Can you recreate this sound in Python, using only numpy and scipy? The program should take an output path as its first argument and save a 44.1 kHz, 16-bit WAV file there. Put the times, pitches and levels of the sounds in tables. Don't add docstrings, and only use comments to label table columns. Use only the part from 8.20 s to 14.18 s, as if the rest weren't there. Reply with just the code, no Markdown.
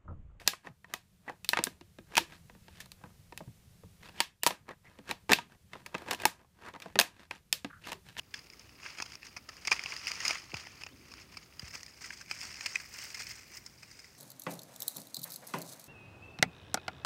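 import sys
import numpy as np
from scipy import signal
from scipy.fft import rfft, irfft, next_fast_len
from scipy.io import wavfile
from scipy.ndimage import map_coordinates

SR = 44100
rng = np.random.default_rng(int(sys.argv[2]) if len(sys.argv) > 2 else 0)


def wav_record(signal):
    frames = np.transpose(np.atleast_2d(signal))
    bounded = np.clip(frames, -1, 1)
    quanta = np.round(bounded * 32767).astype(np.int16)
    wavfile.write(sys.argv[1], SR, quanta)


N = 263718

# frequency_hz, level_db
TWIG_COLOUR = [(120, -23), (750, -14), (1290, -6), (1500, -8.5), (2050, -7.5), (2600, -4.5), (3760, -15.5),
               (5030, 0), (5870, -9.5), (6600, -7.5), (7700, -23), (9400, -18.5), (11000, -31.5),
               (14500, -29.5)]
# frequency_hz, level_db
GRASS_COLOUR = [(250, -28.5), (620, -27), (1240, -21), (1600, -3), (2080, 8), (2500, 3.5), (3150, -6.5),
                (3900, -13), (5030, 0.5), (5900, -4), (7500, -8), (8300, -8), (11400, -32), (13500, -20)]
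# time_s, share (0-1)
GRASS_IN_LITTER = [(0, 0.14), (2.2, 0.21), (3.3, 0.23), (3.6, 0.61), (6, 0.85)]


def amp(db):
    return 10 ** (np.asarray(db) / 20)


def unit(x):
    return x / np.sqrt(np.mean(x ** 2) + 1e-20)


def along(points, hz):
    knots_hz, values = np.transpose(points)
    return np.interp(np.log(hz + 1), np.log(knots_hz + 1), values)


def curves(rows):
    times, *columns = np.transpose(rows)
    return [np.interp(np.arange(N) / SR, times, column) for column in columns]


def wobble(rate):
    return map_coordinates(rng.standard_normal(int(N * rate / SR) + 4), [np.arange(N) * rate / SR])


def filtered(x, response):
    size = next_fast_len(len(x) + 4096)
    return irfft(rfft(x, size) * response(np.fft.rfftfreq(size, 1 / SR)), size)[:len(x)]


def band(hz, lo_hz, hi_hz, order=8):
    return 1 / np.sqrt((1 + (lo_hz / (hz + 1)) ** (2 * order)) * (1 + (hz / hi_hz) ** (2 * order)))


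def peak(hz, centre_hz, width_hz):
    return 1 / (1 + (2 * (hz - centre_hz) / width_hz) ** 2)


def causal(gain):
    cepstrum = irfft(np.log(np.maximum(gain, gain.max() * 1e-5)))
    half = len(cepstrum) // 2
    return np.exp(rfft(np.r_[cepstrum[0], 2 * cepstrum[1:half], np.zeros(half)]))


def add(track, start_s, sound):
    span = track[max(round(start_s * SR), 0):][:len(sound)]
    span += sound[:len(span)]


def swell_db(strokes, resting_db):
    t, power = np.arange(N) / SR, amp(resting_db) ** 2
    for peak_s, level_db, build_s, settle_s in strokes:
        swell = np.exp(-np.maximum((peak_s - t) / build_s, (t - peak_s) / settle_s))
        power = power + (amp(level_db) * swell) ** 2
    return 10 * np.log10(power)


def litter_db(hz, grass):
    return (1 - grass) * along(TWIG_COLOUR, hz) + grass * along(GRASS_COLOUR, hz)


def fractures(rate, spread_db, size=N):
    breaks = (rng.random(size) < rate / SR) * rng.choice([-1, 1], size)
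    return breaks * amp(spread_db * rng.standard_normal(size))


def snaps(effort, size=4096):
    # start_s, fade_s, strength_db, leaf_over_twig_db, ground_weight (0-1), pitch_hz
    stems = [(0.1396, 0.019, -39, -7.5, 0.2, 3300), (0.1405, 0.019, -38.5, 2, 0.53, 1680),
             (0.1898, 0.021, -57.5, 24, 0.3, 1850), (0.3, .009, -49.5, 3, 0.1, 2300),
             (0.3336, 0.01, -51.5, 0, 0.2, 2170), (0.3942, .013, -58.5, 22, 0.3, 2820),
             (0.6309, .014, -51.5, -13, 0.5, 2580), (0.6606, .022, -45.5, -18, 0.87, 1684),
             (0.7831, 0.024, -42, -4, 0.78, 2400), (0.8008, 0.015, -38, -5, 1, 2120),
             (0.8218, 0.013, -34.5, 5, 0.8, 2580), (0.8593, 0.026, -47.5, 2, 0.83, 3170),
             (0.9192, .016, -47, 3, 0.56, 2630), (0.9538, 0.0059, -45, 6, 0.6, 2540),
             (1.03, 0.0091, -49.5, -12.5, 0.3, 2500), (1.0661, 0.024, -47, 1, 0.4, 2200),
             (1.163, 0.053, -38.5, -1, 0.8, 2360), (1.2876, 0.033, -42, 1, 0.9, 1780),
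             (1.4497, 0.023, -38.5, -0.5, 0.5, 2390), (1.472, 0.017, -29, 4, 0.48, 2570),
             (1.4787, 0.014, -33, -9, 0.78, 2230), (1.5118, .014, -40.5, 20, 0.4, 2650),
             (1.5148, 0.025, -22, -9.5, 0.79, 2350), (1.5235, 0.031, -25, -0.5, 0.72, 2270),
             (1.5928, 0.0094, -36.5, -9, 0.4, 2140), (1.6369, 0.0083, -39, 4, 0.3, 2020),
             (1.659, 0.0094, -37, -10.5, 0.67, 2500), (1.7205, 0.0062, -39.5, -8, 0.3, 2720),
             (1.764, 0.012, -39, 3.5, 0, 2820), (1.8699, 0.0068, -31.5, 0.5, 0, 2570),
             (1.8751, .045, -32.5, 1.5, 0.2, 2060), (1.9157, 0.0095, -33, 3, 0, 2580),
             (2.0017, 0.02, -35.5, 1, 0.47, 1980), (2.049, 0.038, -27.5, 2, 0.57, 2100),
             (2.0796, 0.012, -29, 11.5, 0.3, 1710), (2.1072, 0.016, -28.5, -3.5, 0.77, 2190),
             (2.341, 0.016, -35.5, -5.5, 0.85, 2640), (2.3667, 0.025, -41.5, 2, 0.54, 2070),
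             (2.4686, .014, -46.5, -3, 0.9, 1820), (2.6352, 0.0064, -39.5, -2, 0.52, 2500),
             (2.6637, 0.021, -43.5, -5, 0.83, 2770), (2.9133, .047, -48, 2, 0.76, 2520),
             (2.9383, 0.0045, -47.5, 4, 0.85, 2610), (3.1683, 0.034, -40.5, 3, 0.79, 2420),
             (3.3942, 0.017, -40.5, 8.5, 0.47, 3130), (3.5063, 0.026, -48.5, 3, 0.1, 1970),
             (3.6308, 0.0076, -45, 6, 0.5, 1950), (3.6626, 0.0091, -49, 9, 0.2, 2400),
             (3.8367, .07, -41, -0.5, 0.65, 1560), (3.9037, 0.016, -42.5, -12, 1, 1610),
             (4.0102, 0.029, -45.5, 1, 0.9, 1590), (4.111, 0.016, -31.5, -1, 0.66, 2600),
             (4.2135, 0.0055, -41, 5, 0, 2400), (4.4078, 0.015, -38, -2.5, 0.58, 2460),
             (4.4584, 0.031, -29, 1, 0.5, 2640), (4.5553, 0.011, -28.5, -11.5, 0.26, 2500),
             (4.5972, 0.033, -44.5, -2, 0.85, 1640), (4.9427, .035, -38, 1.5, 0.5, 2130),
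             (5.0186, 0.024, -42.5, 1, .1, 2500), (5.0671, 0.013, -42.5, 5, .15, 2300),
             (5.1053, 0.035, -43.5, 1.5, 0.58, 2190), (5.3683, 0.04, -45.5, 9.5, .4, 1970),
             (5.4612, 0.022, -48.5, 16.5, 0.68, 2110), (5.6281, 0.031, -47, 0.5, 0.78, 2440),
             (5.7124, 0.015, -51.5, 6, 0.6, 2220), (5.7898, 0.024, -49.5, 6, .7, 2130),
             (5.8428, 0.012, -52, -5, 0.4, 2120)]
    out, t, hz = np.zeros(N), np.arange(size) / SR, np.fft.rfftfreq(size, 1 / SR)
    zones = [band(hz, 70, 1320), band(hz, 1480, 3700), band(hz, 3700, 7700), band(hz, 7700, 16000)]
    scatter = amp(-36 - 60 * t / 0.1)
    for start_s, fade_s, strength_db, leafy_db, weight, twig_hz in stems + stray_stems(effort):
        grass = np.interp(start_s, *np.transpose(GRASS_IN_LITTER))
        leaf_hz = 5055 * np.exp(0.05 * rng.standard_normal())
        ripple = np.interp(hz, np.linspace(0, SR / 2, 70), rng.standard_normal(70))
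        modes_db = 11 * peak(hz, twig_hz, width_hz=440) + 7 * peak(hz, leaf_hz, width_hz=130)
        colour = amp(1.065 * litter_db(hz, grass) + modes_db + 2.4 * ripple)
        fade_s = max(fade_s, 0.004)
        rise = (1 - np.exp(-t / (0.074 * fade_s))) ** 2
        envelope = rise * (amp(-78 * t / fade_s) + scatter)
        burst = rfft(envelope * fractures(rate=9200, spread_db=2.0, size=size))
        power = 0
        for level_db, zone in zip(snap_balance(strength_db, leafy_db, weight, grass), zones):
            power += (amp(level_db) * zone / np.linalg.norm(irfft(burst * colour * zone))) ** 2
        snap = irfft(burst * causal(np.sqrt(power) * colour))
        add(out, start_s, snap * np.sqrt(0.0032 * SR))
    return out


def snap_balance(strength_db, leafy_db, weight, grass):
    knock_db = strength_db - 25.5 + 26 * np.clip(weight, 0, 1)
    body_db, crack_db = strength_db - leafy_db / 2, strength_db + leafy_db / 2
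    fizz_db = crack_db - 16.5 + 6 * grass
    return knock_db, body_db, crack_db, fizz_db


def stray_stems(effort, count=60, firm_shove_db=-50, weight=0.35):
    chance, variations = rng.random(count), rng.standard_normal((count, 4))
    strain = np.cumsum(np.sqrt(amp(effort)))
    starts = np.searchsorted(strain, chance * strain[-1])
    rows = []
    for start, (fade, force, leafy, pitch) in zip(starts, variations):
        strength_db = -49 + 0.56 * (effort[start] - firm_shove_db) + 2 * force
        fade_s, pitch_hz = 0.0091 * np.exp(0.23 * fade), 2330 * np.exp(0.12 * pitch)
        rows.append((start / SR, fade_s, strength_db, 5 * leafy, weight, pitch_hz))
    return rows


def rustle(effort):
    grass = curves(GRASS_IN_LITTER)[0]
    twig_db = effort + 0.24 - 2.8 * grass
    leaf_db = effort - 2 + 4.8 * grass
    soil_db = effort - 5.5 - 1.2 * grass
    t = np.arange(SR // 25) / SR
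    starts = (rng.random(N) < 140 / SR) * amp(-12 * rng.random(N))
    collapse = (1 - np.exp(-t / 0.00011)) * np.exp(-t / 0.0069)
    collapses = unit(signal.fftconvolve(starts, collapse)[:N])
    clumps = unit(np.sqrt(0.84 + collapses ** 2))
    twig_ticks = amp(-6.5) * ticks(grass, 1735, 3050, rate=200, spread_db=8.5, t60_s=0.018)
    leaf_ticks = amp(-4.5) * ticks(grass, 4250, 6970, rate=300, spread_db=13, t60_s=0.011)
    twigs = amp(twig_db) * (crackle(clumps, grass, 1400, 3700, rate=3300) + twig_ticks)
    leaves = amp(leaf_db) * (crackle(clumps, grass, 3700, 16000, rate=5000) + leaf_ticks)
    soil = amp(soil_db) * crackle(clumps, grass, 250, 1350, rate=2500)
    shuffle = amp(soil_db - 13.5) * crackle(clumps, grass, 50, 230, rate=200)
    return twigs + leaves + soil + shuffle


def crackle(clumps, grass, lo_hz, hi_hz, rate):
    breaks = clumps * amp(1.9 * wobble(200)) * unit(fractures(rate, spread_db=0.5))
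    twigs = filtered(breaks, lambda hz: amp(along(TWIG_COLOUR, hz)) * band(hz, lo_hz, hi_hz))
    blades = filtered(breaks, lambda hz: amp(along(GRASS_COLOUR, hz)) * band(hz, lo_hz, hi_hz))
    return (1 - grass) * unit(twigs) + grass * unit(blades)


def ticks(grass, lo_hz, hi_hz, rate, spread_db, t60_s, size=400):
    moment, pitch, force = rng.random((int(rate * N / SR), 3)).T
    starts = (moment * N).astype(int)
    hz = lo_hz * (hi_hz / lo_hz) ** pitch
    strength = amp(litter_db(hz, grass[starts]) + spread_db * force ** 2) * np.sqrt(hz)
    t = np.arange(size) / SR
    cycles = hz[:, None] * t
    envelope = (1 - np.exp(-cycles)) * amp(-60 * t / t60_s)
    rings = strength[:, None] * envelope * np.sin(2 * np.pi * cycles)
    samples = starts[:, None] + np.arange(size)
    return unit(np.bincount(samples.ravel(), rings.ravel(), N)[:N])


def grass_swipes():
    # peak_s, level_db, build_s, settle_s
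    strokes = [(3.54, -62, .08, .07), (4.22, -67, .03, 0.077), (4.8, -57, 0.15, 0.15),
               (5.02, -58, .08, 0.21), (5.37, -49, .015, .015)]
    # frequency_hz, level_db
    colour = [(3000, -30), (6000, -11), (8300, -3), (11400, -3), (13500, -1), (16000, 3)]
    slips = fractures(rate=3800, spread_db=9) * amp(2.5 * wobble(70))
    hiss = unit(filtered(slips, lambda hz: amp(along(colour, hz))))
    return amp(swell_db(strokes, resting_db=-117)) * hiss


def thumps(floor_hz=42, glide_s=0.00145, t60_s=0.14):
    # start_s, level_db, first_pitch_hz
    knocks = [(2.3349, -40, 870), (3.4293, -43, 430)]
    out, t = np.zeros(N), np.arange(SR // 4) / SR
    for start_s, level_db, first_hz in knocks:
        pitch_hz = floor_hz + (first_hz - floor_hz) / (1 + t / glide_s)
        thud_db = 6 * peak(pitch_hz, centre_hz=118, width_hz=58)
        envelope = amp(level_db - 60 * t / t60_s + thud_db)
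        add(out, start_s, envelope * np.sin(2 * np.pi * np.cumsum(pitch_hz) / SR))
    return filtered(out, lambda hz: band(hz, 46, 3000, order=4))


def bird():
    # time_s, pitch_hz, level_db
    chirp = [(2.68, 2840, -75), (2.693, 2960, -70), (2.718, 3140, -65), (2.73, 3720, -66),
             (2.745, 3850, -80)]
    pitch_hz, level_db = curves(chirp)
    t = np.arange(N) / SR
    singing = (t > chirp[0][0]) & (t < chirp[-1][0])
    return amp(level_db) * np.sin(2 * np.pi * np.cumsum(pitch_hz) / SR) * singing


def open_air():
    # frequency_hz, level_db
    hiss_colour = [(20, -55), (50, -33), (140, -8.5), (380, -9.5), (1300, -14.5), (2400, -23.5),
                   (3800, -18), (5100, -25), (7700, -22.5), (15500, -22.5)]
    # time_s, level_db
    rumble_drift = [(0, -65), (2, -63.5), (4, -64.5), (6, -66)]
    # time_s, level_db
    drone_swell = [(2.70, -71), (2.73, -57.5), (2.78, -67), (2.95, -64), (3.1, -71), (3.3, -74)]

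    def noise(response):
        return unit(filtered(rng.standard_normal(N), response))

    hiss = amp(-65.5) * noise(lambda hz: amp(along(hiss_colour, hz)))
    rumble_db = curves(rumble_drift)[0] + 1.55 * wobble(6.1)
    rumble = amp(rumble_db) * noise(lambda hz: band(hz, 53, 9000, order=6) * band(hz, 20, 122, order=2))
    drone = amp(curves(drone_swell)[0]) * noise(lambda hz: band(hz, 230, 384, order=5))
    return hiss + rumble + drone


def scene():
    # peak_s, level_db, build_s, settle_s
    shoves = [(0.158, -56.5, 0.014, 0.056), (0.42, -64, .1, .25), (0.668, -49.5, .04, 0.054),
              (0.818, -52, .09, 0.057), (0.95, -56, .06, .012), (1.052, -54.5, .025, 0.045),
              (1.368, -57.5, .07, .07), (1.53, -46.5, .045, .15), (1.701, -46.5, .06, .12),
              (1.88, -45, 0.076, 0.17), (2.1, -40, .095, .066), (2.361, -51, 0.048, .16),
              (2.62, -58.5, .12, 0.027), (3.028, -56.5, 0.15, .025), (3.128, -58, .025, .04),
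              (3.23, -58, .03, 0.018), (3.47, -51, .05, 0.028), (3.553, -49, .022, .04),
              (3.699, -61.5, .08, 0.074), (3.84, -55.5, .04, .15), (4.01, -55.5, .09, .018),
              (4.104, -49.5, 0.013, .06), (4.199, -50.5, 0.054, .3), (4.46, -46.5, .06, .1),
              (4.821, -48.5, .09, .11), (5.0, -50.5, .06, .2), (5.35, -53, .028, .028),
              (5.798, -61.5, .2, 0.11)]
    effort = swell_db(shoves, resting_db=-68.5)
    return (snaps(effort) + rustle(effort) + grass_swipes() + thumps() + bird() + open_air())[None]


def record(dry, top_hz=15850):
    # time_s, gain_db
    opening = [(.07, -3.5), (.13, 0)]
    gain = amp(curves(opening)[0])
    return np.array([filtered(channel * gain, lambda hz: hz < top_hz) for channel in dry])


dry = scene()
out = record(dry)
wav_record(out)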